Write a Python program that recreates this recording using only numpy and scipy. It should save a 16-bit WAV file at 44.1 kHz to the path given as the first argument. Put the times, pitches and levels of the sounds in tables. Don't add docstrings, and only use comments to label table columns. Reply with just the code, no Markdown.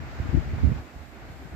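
import sys
import numpy as np
from scipy import signal
from scipy.fft import rfft, irfft
from scipy.io import wavfile
from scipy.ndimage import uniform_filter1d

SR = 44100
rng = np.random.default_rng(int(sys.argv[2]) if len(sys.argv) > 2 else 0)


def waveform_to_disk(signal):
    frames = np.transpose(np.atleast_2d(signal))
    scaled = np.clip(frames, -1, 1) * 32767
    samples = np.round(scaled).astype(np.int16)
    wavfile.write(sys.argv[1], SR, samples)


N = 68355

# (time [s], level [dB])
CROWN_LEVEL = [(0, -47), (0.12, -44), (0.24, -44), (0.4, -44), (0.52, -45.5), (0.63, -44), (0.72, -46.5),
               (0.785, -44), (0.82, -50.5), (0.86, -49), (0.91, -51), (1.02, -50), (1.11, -53.5),
               (1.16, -50), (1.3, -49), (1.39, -50.5), (1.45, -50), (1.55, -52)]
# (frequency [Hz], relative level [dB])
CROWN_SPECTRUM = [(150, -10), (450, -0.5), (750, 1.5), (1100, -1), (1600, -1), (2250, -3.5), (3100, -13),
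                  (5000, -17.5), (6100, -21.5), (7400, -22), (9500, -61), (15000, -31)]
# (frequency [Hz], left minus right [dB])
CROWN_BALANCE = [(300, 0), (800, -0.5), (1600, -1), (3200, 2), (5000, 4), (8000, -4.5)]
# (frequency [Hz], left-right correlation)
TREE_LIKENESS = [(200, .5), (400, .6), (700, 0.58), (1000, -0.12), (1400, 0.13), (2200, 0.17),
                 (4400, -0.093), (8000, -0.096)]
# (time [s], level [dB])
HUM_LEVEL = [(0, -51), (0.3, -48.5), (0.78, -48.5), (0.92, -53.5), (0.98, -53), (1.07, -55.5),
             (1.13, -49.5), (1.27, -49.5), (1.38, -54.5), (1.46, -47.5), (1.55, -50.5)]
# (frequency [Hz], relative level [dB])
HUM_SPECTRUM = [(80, -28), (170, -5.5), (250, 1), (335, 2), (385, -5), (490, -10.5), (680, -6.5),
                (950, -14), (2000, -34)]
# (frequency [Hz], left-right correlation)
HUM_LIKENESS = [(150, 0.8), (380, 0.91), (700, 1), (1100, 0.13)]
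# (time [s], left level [dB], right level [dB])
HISS_LEVEL = [(0, -66.5, -64.5), (0.2, -64.5, -61.5), (0.58, -64.5, -62.5), (0.63, -60, -66),
              (0.7, -62.5, -61.5), (0.9, -63, -62.5), (1.1, -63, -60.5), (1.23, -67, -65), (1.32, -62, -61),
              (1.55, -63, -61.5)]
# (frequency [Hz], relative level [dB])
HISS_SPECTRUM = [(2000, 10.5), (4200, 11), (6000, 4.5), (7300, 9), (8700, 3.5), (9900, -5), (11000, -2),
                 (12400, 8), (13400, 4), (14100, 1.5), (15400, -4)]
# (time [s], relative level [dB])
FLOW_LEFT = [(0.0, -25), (0.077, -35.5), (0.277, -26), (0.289, -37), (0.317, -28), (0.352, -12.5),
             (0.404, -19.5), (0.451, -34), (0.464, -23.5), (0.549, -26), (0.576, -35.5), (0.629, -19.5),
             (0.798, -32.5), (0.918, -74), (0.965, -34), (1.025, -49), (1.045, -95), (1.167, -70),
             (1.222, -38.5), (1.419, -36), (1.549, -40)]
FLOW_RIGHT = [(0.0, -32), (0.177, -34.5), (0.202, -24), (0.302, -33.5), (0.374, -19.5), (0.407, -33),
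              (0.516, -23), (0.619, -23), (0.649, -12), (0.723, -21.5), (0.761, -23), (0.908, -47.5),
              (0.953, -36.5), (1.187, -38.5), (1.24, -37), (1.31, -40), (1.387, -44), (1.424, -34),
              (1.444, -47), (1.527, -40.5), (1.549, -25.5)]
# (frequency [Hz], relative level [dB])
RUMBLE_SPECTRUM = [(30, -14), (45, -4.5), (72, 5), (100, -9), (135, -6), (180, -20), (300, -42.5)]
FLUTTER_SPECTRUM = [(80, -27), (135, 5), (190, 2), (250, 1.5), (330, -14.5), (450, -17), (800, -40)]
SPATTER_SPECTRUM = [(170, -8), (250, 9), (330, -5.5), (450, -12.5), (600, -24), (1200, -42)]
# (time [s], peak [dB], left minus right [dB], pitch [Hz], spatter re peak [dB])
BUFFETS = [(0.199, -13, -13, 87, -27), (0.252, -22.5, 13, 89.5, -9.5), (0.289, -14, 22, 81, -19),
           (0.328, -17.5, 5, 117, -10), (0.342, -9, 15, 108, -10.5), (0.371, -8.5, 35, 70.6, -14),
           (0.533, -18.5, 1, 116, -16), (0.631, -12, -16, 73.3, -7.5), (0.644, -11.5, -31, 78, -15.5),
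           (0.672, -9, -15, 81.4, -36), (0.691, -17.5, 13, 120, -16), (0.716, -10.5, -25, 125.4, -14),
           (0.794, -26, -1, 70, -35), (0.957, -31, -9, 57.4, -13), (1.004, -33.5, -9, 66, -25),
           (1.298, -30, 1.5, 79, -28), (1.452, -28, 21, 149, -29), (1.518, -32, -2, 68, -12)]
# (time [s], pitch [Hz], level [dB])
WHISTLE = [(1.22, 1450, -70), (1.29, 1564, -59.5), (1.38, 1585, -88), (1.46, 1576, -55), (1.5, 1480, -70),
           (1.55, 1422, -49)]

BIN_HZ = np.arange(N // 2 + 1) * SR / N


def from_db(db):
    return 10 ** (np.asarray(db) / 20)


def unit_rms(x):
    return x / np.sqrt(np.mean(x ** 2) + 1e-20)


def in_time(rows):
    times, *columns = np.transpose(rows)
    return np.array([np.interp(np.arange(N) / SR, times, column) for column in columns])


def over_bins(points):
    hz, value = np.transpose(points)
    return np.interp(np.log(BIN_HZ + 1e-3), np.log(hz), value)


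def noise(spectrum, likeness=0, balance_db=0):
    mid, side = rfft(rng.standard_normal((2, N)))
    alike, sides = np.clip(likeness, -.98, .98), np.array([[1], [-1]])
    pair = np.sqrt(1 + alike) * mid + np.sqrt(1 - alike) * side * sides
    skirts = (np.minimum(BIN_HZ / spectrum[0][0], 1) / np.maximum(BIN_HZ / spectrum[-1][0], 1)) ** 2
    colour = from_db(over_bins(spectrum) + sides * balance_db / 2)
    return unit_rms(irfft(pair * skirts * colour, N))


def evened(x, window_s=.02):
    power = uniform_filter1d(np.abs(signal.hilbert(x)) ** 2 / 2, int(window_s * SR), axis=-1)
    return x / np.sqrt(power + 1e-9)


def drift(rate_hz):
    return unit_rms(irfft(rfft(rng.standard_normal(N)) / (1 + (BIN_HZ / rate_hz) ** 2), N))


def crowns(swirl_db=1.4, swirl_hz=12):
    rush = noise(CROWN_SPECTRUM, over_bins(TREE_LIKENESS), over_bins(CROWN_BALANCE))
    spectrum = rfft(rush)
    centres_hz = np.geomspace(300, 3200, 8)
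    for share in np.eye(len(centres_hz))[:-1]:
        band = irfft(spectrum * over_bins(np.column_stack([centres_hz, share])), N)
        rush = rush + band * (from_db(swirl_db * drift(swirl_hz)) - 1)
    return from_db(in_time(CROWN_LEVEL)) * unit_rms(rush)


def far_hum(waver_db=2.0):
    level_db = in_time(HUM_LEVEL)[0] + waver_db * drift(rate_hz=30)
    return from_db(level_db) * noise(HUM_SPECTRUM, over_bins(HUM_LIKENESS))


def high_hiss():
    return from_db(in_time(HISS_LEVEL)) * noise(HISS_SPECTRUM, over_bins(TREE_LIKENESS))


def port_wind(rumble_re_flow_db=-5.5, strong_flow_db=-13, strong_flutter_db=-27, flutter_growth=1.16):
    flow_db = np.vstack([in_time(FLOW_LEFT), in_time(FLOW_RIGHT)])
    rumble = from_db(flow_db + rumble_re_flow_db) * evened(noise(RUMBLE_SPECTRUM))
    flutter_db = strong_flutter_db + flutter_growth * (flow_db - strong_flow_db)
    return rumble + from_db(flutter_db) * evened(noise(FLUTTER_SPECTRUM))


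def buffets(rise_cycles=.14, decay_cycles=.8, spatter_peak_s=.006):
    out = np.zeros((2, N))
    spatter = evened(noise(SPATTER_SPECTRUM))
    for start_s, peak_db, pan_db, hz, spatter_db in BUFFETS:
        age = np.maximum(np.arange(N) / SR - start_s, 0)
        cycles = hz * age
        rise = 1 - np.exp(-(cycles / rise_cycles) ** 2)
        swing = np.sin(2 * np.pi * cycles) * rise * np.exp(-cycles / decay_cycles)
        burst = (age / spatter_peak_s * np.exp(1 - age / spatter_peak_s)) ** 2
        port_gains = from_db(peak_db + np.minimum([[pan_db], [-pan_db]], 0))
        out += port_gains * (from_db(spatter_db) * burst * spatter - swing / np.abs(swing).max())
    return out


def whistle(width_hz=35):
    hz, level_db = in_time(WHISTLE)
    phase = 2 * np.pi * np.cumsum(hz) / SR
    return from_db(level_db) * (drift(width_hz) * np.cos(phase) + drift(width_hz) * np.sin(phase))


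def scene():
    distant = crowns() + whistle() + far_hum() + high_hiss()
    return distant + port_wind() + buffets()


def record(dry, fade_in_s=.002, low_cut_hz=39.6, high_cut_hz=15350):
    eased = dry * np.minimum(np.arange(N) / SR / fade_in_s, 1)
    thinned = signal.sosfilt(signal.butter(2, low_cut_hz, "high", fs=SR, output="sos"), eased)
    return signal.sosfilt(signal.ellip(12, .1, 80, high_cut_hz, fs=SR, output="sos"), thinned)


dry = scene()
out = record(dry)
waveform_to_disk(out)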